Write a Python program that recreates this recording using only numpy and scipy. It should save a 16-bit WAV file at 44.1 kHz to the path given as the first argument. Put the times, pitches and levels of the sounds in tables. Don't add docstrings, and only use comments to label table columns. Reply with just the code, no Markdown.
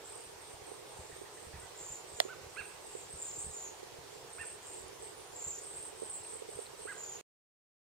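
import sys
import numpy as np
from scipy import signal
from scipy.fft import rfft, irfft
from scipy.io import wavfile
from scipy.ndimage import uniform_filter1d

SR = 44100
rng = np.random.default_rng(int(sys.argv[2]) if len(sys.argv) > 2 else 0)


def generate_wav(sig):
    pcm = np.round(np.clip(np.atleast_2d(sig).T, -1, 1) * 32767).astype(np.int16)
    wavfile.write(sys.argv[1], SR, pcm)


N = 345303
STOP_S = 7.213

# f/Hz, level/dB, t60/s
SHELL_MODES = [(645, -3, 0.014), (1190, -8, 0.0067), (1918, -9, 0.0092), (3290, -1.5, 0.0066),
               (4090, -3.5, .004), (4940, -12.5, 0.0052), (6050, -10, 0.005), (8766, -5.5, .004),
               (9840, -9.5, 0.0043), (12702, -9.5, 0.0012), (14800, -17.5, .003)]


def gain_of(db):
    return 10 ** (np.asarray(db) / 20)


def unit_rms(x):
    return x / np.sqrt(np.mean(x ** 2) + 1e-20)


def curve_at(points, hz):
    f, value = np.transpose(points)
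    return np.interp(np.log(hz + 1), np.log(f + 1), value)


def wander(count, span):
    return unit_rms(uniform_filter1d(uniform_filter1d(rng.standard_normal(count), span), span))


def place(mix, s, sound, pan_db=0, right_gain=1):
    part = mix[:, round(s * SR):][:, :len(sound)]
    sides = gain_of([pan_db / 2, -pan_db / 2]) * [1, right_gain]
    part += sides[:, None] * sound[:part.shape[1]]


def ring(modes, rise_s):
    t = np.arange(2000) / SR
    out = sum(rng.choice([-1, 1]) * gain_of(db - 60 * t / t60)
              * np.sin(2 * np.pi * hz * rng.uniform(0.943, 1.05) * t) for hz, db, t60 in modes)
    out *= 1 - np.exp(-t / rise_s)
    return out / abs(out).max()


def faint_hits(mean_db, spread_db, count):
    when, size = rng.random((count, 2)).T
    return np.c_[when * STOP_S, mean_db + spread_db * (-np.log(1 - size) - 1)]


def distant_haze(level_db=-51, patchy_db=1.2, swell_db=.25):
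    # f/Hz, relative level/dB
    spectrum = [(20, -43.5), (45, -20), (84, -9.5), (130, -12), (240, -23.5), (416, -2), (575, -10),
                (900, -8), (1400, -14.5), (5700, -18), (9300, -19), (9800, -24.5), (15200, -29.5),
                (16000, -37)]
    # f/Hz, left-right likeness/0-1
    likeness = [(80, 0.38), (150, 0.94), (300, 0.75), (900, .5), (1300, 0.16), (2400, 0.065), (5000, 0.072),
                (12500, 0.13), (15000, .2)]
    # f/Hz, pan/dB
    balance = [(60, 3.0), (130, 7), (290, 5), (640, -6.5), (1410, -3.5), (3100, -2.0), (6820, -2),
               (15000, 2)]
    frames, hz = N // 256 + 5, np.fft.rfftfreq(1024, 1 / SR)
    left_re, left_im, other_re, other_im, patches = rng.standard_normal((frames, 513, 5)).T
    patches = unit_rms(uniform_filter1d(uniform_filter1d(patches, 12, 0), 10, 1))
    alike = curve_at(likeness, hz)[:, None]
    left = left_re + 1j * left_im
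    right = alike * left + np.sqrt(1 - alike ** 2) * (other_re + 1j * other_im)
    colour_db = curve_at(spectrum, hz)[:, None] + patchy_db * patches + swell_db * wander(frames, 33)
    pan_db = curve_at(balance, hz)[:, None]
    spectra = np.array([left, right]) * gain_of([colour_db + pan_db / 2, colour_db - pan_db / 2])
    bed = signal.istft(spectra, nperseg=1024, noverlap=768)[1][:, :N]
    return gain_of(level_db) * unit_rms(bed)


def waxwing_trills(notes_per_s=35, lift_hz=240, dip_hz=1320, scoop_hz=201, release_s=0.044):
    # t/s, length/s, first level/dB, last level/dB, first base f/Hz, last base f/Hz
    trills = [ (.04, .29, -52, -63, 8330, 8600), (0.038, 0.088, -53, -61, 7620, 7630),
              (0.378, .19, -59.5, -60, 8450, 8414), (0.629, .17, -58.5, -58.5, 8397, 8460),
              (0.858, 0.18, -61, -62, 8450, 8450), (0.941, 0.2, -68, -61, 7350, 7540),
              (1.078, .18, -62, -61, 8300, 8396), (1.298, 0.21, -59, -59.5, 8250, 8310),
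              (1.56, .16, -58.5, -63, 8250, 8260), (1.6, .1, -64, -66, 7500, 7460),
              (1.749, 0.249, -50.5, -50.5, 7340, 7010), (1.79, 0.18, -65.5, -56, 8100, 8100),
              (2.039, 0.18, -58.5, -58, 8100, 8000), (2.128, 0.14, -58, -51, 7140, 6755),
              (2.49, 0.27, -60.5, -57, 8380, 8250), (2.8, 0.23, -57, -57, 8210, 8090),
              (2.88, 0.19, -61, -56, 7420, 7360), (3.069, 0.23, -55, -50.5, 8200, 8310),
              (3.16, 0.29, -46.5, -49.5, 7300, 7290), (3.357, 0.2, -44.5, -52.5, 8230, 7950),
              (3.5, 0.21, -48, -49, 7127, 6820), (3.7, .15, -63.5, -70, 7050, 7120),
              (4.1, .1, -62, -61, 7230, 7390), (4.269, 0.28, -54.5, -50, 8366, 8330),
              (4.618, 0.214, -55, -53.5, 8350, 8330), (4.618, 0.2, -58, -56.5, 7240, 7580),
              (4.989, .13, -50.5, -55.5, 8140, 8060), (5.12, 0.25, -62, -67, 8980, 9060),
              (5.32, 0.28, -47.5, -45.5, 7350, 7070), (5.58, .32, -52, -47.5, 8270, 8300),
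              (5.95, 0.22, -51.5, -47.5, 8310, 8280), (6.129, 0.086, -41, -53, 7870, 7730),
              (6.198, 0.2, -50.5, -48, 8340, 8080), (6.467, 0.2, -53.5, -51.5, 8240, 8370),
              (6.76, 0.21, -54.5, -52.5, 8260, 8050), (6.949, 0.23, -49, -49, 7110, 6720)]
    out = np.zeros((2, N))
    for start, length, first_db, last_db, first_hz, last_hz in trills:
        t = np.arange(0, length, 1 / SR)
        n = len(t)
        attack = np.maximum(1 - t / (.2 * length), 0)
        release = np.maximum(1 - (length - t) / release_s, 0)
        level_db = first_db + (last_db - first_db) * t / length - 9.5 * (attack + release) + wander(n, 800)
        base_hz = first_hz + (last_hz - first_hz) * t / length - scoop_hz * attack
        note_rate = notes_per_s * (1 + .15 * wander(n, 600))
        u = (np.cumsum(note_rate) / SR + .1) % 1
        dip = np.where(u < .22, 0.66 * (1 - u / .22) ** 2.2, ((u - .22) / .78) ** 1.4)
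        sag = np.clip(.55 + 3 * t, 0, 1)
        jitter_hz = (45 + 170 * dip) * wander(n, 40) + 70 * wander(n, 900)
        phase = 2 * np.pi * np.cumsum(base_hz + lift_hz - dip_hz * sag * dip + jitter_hz) / SR
        breath = np.sin(np.pi * u) ** 0.15 * gain_of(-12.5 * dip + 3.9 * wander(n, 50))
        octave = gain_of(-22 + 8.93 * dip) * np.sin(2 * phase)
        whistle = unit_rms(breath * (np.sin(phase) + octave))
        place(out, start, gain_of(level_db) * whistle * signal.windows.tukey(n, .06), pan_db=-2.4)
    return out


def tree_scatter(x, t60_s, predelay_s, alike):
    n = SR // 2
    taps = np.zeros((2, n))
    at = np.arange(0, n - 20, 20) + rng.integers(0, 20, (2, (n - 1) // 20))
    np.put_along_axis(taps, at, rng.choice([-1., 1.], at.shape), 1)
    taps[1] = alike * taps[0] + np.sqrt(1 - alike ** 2) * taps[1]
    t = np.arange(n) / SR
    taps *= gain_of(-60 * t / t60_s) * (t > predelay_s)
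    return signal.fftconvolve(x, taps / np.linalg.norm(taps[0]), axes=1)[:, :N]


def housing_knocks():
    # t/s, level/dB
    knocks = [(0.715, -38.5), (1.215, -37.5), (2.251, -33.5), (2.262, -39), (2.95, -34), (6.02, -31.5),
              (6.031, -33), (6.353, -40), (6.419, -36), (6.487, -38), (6.588, -33), (6.854, -35.5)]
    # f/Hz, level/dB, t60/s
    body_modes = [(420, 0, .028), (520, -5, .02), (850, -20, .01)]
    out = np.zeros((2, N))
    for s, db in [*knocks, *faint_hits(mean_db=-50.5, spread_db=1.5, count=500)]:
        place(out, s, gain_of(db) * ring(body_modes, rise_s=.003), pan_db=-10.5, right_gain=-1)
    return out


def grip_bumps():
    # t/s, level/dB, pan/dB
    bumps = [(0.532, -50, -7), (0.988, -44, 3), (1.469, -46, -5), (1.535, -43, -5), (1.549, -45, -4),
             (1.581, -45, -3), (1.63, -49, 0.5), (1.9, -48, -3), (2.431, -51, -2.5), (2.459, -48, 1),
             (3.136, -46, 2), (3.379, -50, 0.5), (3.439, -49, 4), (3.464, -44.5, -4), (3.484, -47, -9),
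             (3.985, -50, 6.0), (4.404, -48.5, -3), (4.839, -49, -7), (5.463, -47, -3),
             (6.556, -49.5, -0.5)]
    # f/Hz, level/dB, t60/s
    grip_modes = [(40, -11, 0.083), (78.4, -3, 0.096), (119.5, -3, 0.063), (164, -7, 0.054)]
    out = np.zeros((2, N))
    for s, db, pan_db in bumps:
        place(out, s, gain_of(db) * ring(grip_modes, rise_s=0.0071), pan_db)
    for s, db in faint_hits(mean_db=-54.5, spread_db=2.5, count=14):
        place(out, s, gain_of(db) * ring(grip_modes, rise_s=0.00554), pan_db=5)
    return out


def bird_chucks():
    # middle t/s, half length/s, low f/Hz, high f/Hz,
    # low level/dB, high level/dB, droop at the ends/0-1, roughness/0-1, pan/dB
    chucks = [(2.314, 0.036, 1533, 2285, -43, -61, 0.39, 0.3, -6.5),
              (2.592, 0.033, 1674, 2745, -41, -43.5, 0.43, 0.32, -9),
              (4.413, 0.034, 1838, 2765, -45.5, -48.5, 0.38, 0.96, -8.5),
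              (6.9, .035, 1652, 2077, -41, -49.5, 0.41, 0.26, -6.5),
              (1.127, 0.017, 1950, 2617, -52.5, -75, 0.45, 0.88, -8),
              (1.263, 0.0117, 1935, 2800, -56.5, -66, 0.26, .8, -8.5),
              (1.379, .012, 1950, 2600, -57, -75, 0.19, 0.75, -1),
              (1.547, 0.018, 1955, 2590, -55, -64, 0.2, .8, -5),
              (1.644, 0.035, 1532, 1990, -57, -62, .1, 0.79, -4),
              (1.755, .012, 1526, 1990, -59, -62, 0.12, .8, -4)]
    # f/Hz, gain/dB
    beak = [(600, -30), (1100, -8.5), (1500, -1.5), (2800, 0.5), (3300, -17.5), (4500, 5.5), (6000, -20)]
    out = np.zeros((2, N))
    for middle, half, low_hz, high_hz, low_db, high_db, droop, rough, pan_db in chucks:
        u = np.arange(-half, half, 1 / SR) / half
        low = low_hz * (1 - droop * abs(u) ** 2.3)
        high = high_hz * (1 - 0.83 * droop * abs(u) ** 1.9)
        sum_db = (low_db + high_db) / 2 - 13 - 12 * rough
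        partials = [(low, low_db), (high, high_db - 6 * u ** 2), (2 * low, low_db - 14), (low + high, sum_db)]
        shake = 1 + (.008 + .16 * u ** 2) * rough * wander(len(u), 50)
        voice = np.zeros(len(u))
        for hz, db in partials:
            flutter_db = (1.5 + 3 * u ** 2) * rough * wander(len(u), 80)
            phase = 2 * np.pi * np.cumsum(hz * shake) / SR
            voice += gain_of(db + curve_at(beak, hz) + flutter_db) * np.sin(phase)
        place(out, middle - half, voice * np.cos(np.pi * u / 2) ** 0.35, pan_db)
    return out


def brittle_snap(start_s=2.2016, level_db=-9.5):
    out = np.zeros((2, N))
    jolts = np.zeros((2, 90))
    jolts[:, [0, 14, 31, 52, 80]] = rng.choice([-1, 1], (2, 5)) * gain_of([-2.5, -1.0, -5, -5.5, -18])
    at = round(start_s * SR)
    for side, side_db in enumerate([-1.5, 1.5]):
        crack = np.convolve(jolts[side], ring(SHELL_MODES[1:], rise_s=.00005))[:2000]
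        out[side, at:at + 2000] = (-1) ** side * gain_of(level_db + side_db) * crack / abs(crack).max()
    lowest_mode = gain_of(level_db - 6.5) * ring(SHELL_MODES[:1], rise_s=0.0013)
    place(out, start_s + 0.00078, lowest_mode, pan_db=-5, right_gain=-1.1)
    low_cut = signal.butter(3, 380, "high", fs=SR, output="sos")
    out = signal.sosfilt(low_cut, out)
    return out + gain_of(-19.5) * tree_scatter(out, t60_s=.09, predelay_s=.002, alike=.3)


def shell_ticks():
    # t/s, level/dB, strongest ring f/Hz, trim of the other modes/dB
    ticks = [(3.314, -40, 5500, -4), (4.668, -45, 10030, -2), (4.881, -41.5, 9769, -10),
             (5.334, -46, 11000, 0), (5.655, -43, 5467, -1), (6.25, -43.5, 2610, -12),
             (6.557, -43, 9000, 0), (6.607, -46, 4500, -3), (6.658, -46, 4100, -12),
             (6.666, -40.5, 4140, -14), (7.05, -44, 4500, -4)]
    out = np.zeros((2, N))
    for s, db, hz, trim_db in ticks:
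        upper_modes = [(f, trim_db - 1.5, t60 / 2) for f, _, t60 in SHELL_MODES[3:]]
        place(out, s, gain_of(db) * ring([(hz, 0, .008)] + upper_modes, rise_s=.0002))
    return out


def scene(lag_s=3.1e-5):
    trills, chucks = waxwing_trills(), bird_chucks()
    echoes = gain_of(-6) * tree_scatter(chucks, t60_s=.6, predelay_s=.004, alike=.6)
    echoes += gain_of(2) * tree_scatter(trills, t60_s=.24, predelay_s=.001, alike=.65)
    air = trills + chucks + echoes + distant_haze()
    hz = np.fft.rfftfreq(N, 1 / SR)
    air[1] = irfft(rfft(air[1]) * np.exp(-2j * np.pi * hz * lag_s), N)
    return air + brittle_snap() + shell_ticks() + housing_knocks() + grip_bumps()


def record(dry, top_hz=15800):
    t = np.arange(N) / SR
    gate_db = np.interp(t - STOP_S, [-.002, 0.0015, 0.017, 0.0216], [-1, -26.5, -36, -200])
    high_cut = signal.firwin(511, top_hz, window=("kaiser", 9), fs=SR)
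    return signal.oaconvolve(dry * gain_of(gate_db), high_cut[None], "same")


dry = scene()
out = record(dry)
generate_wav(out)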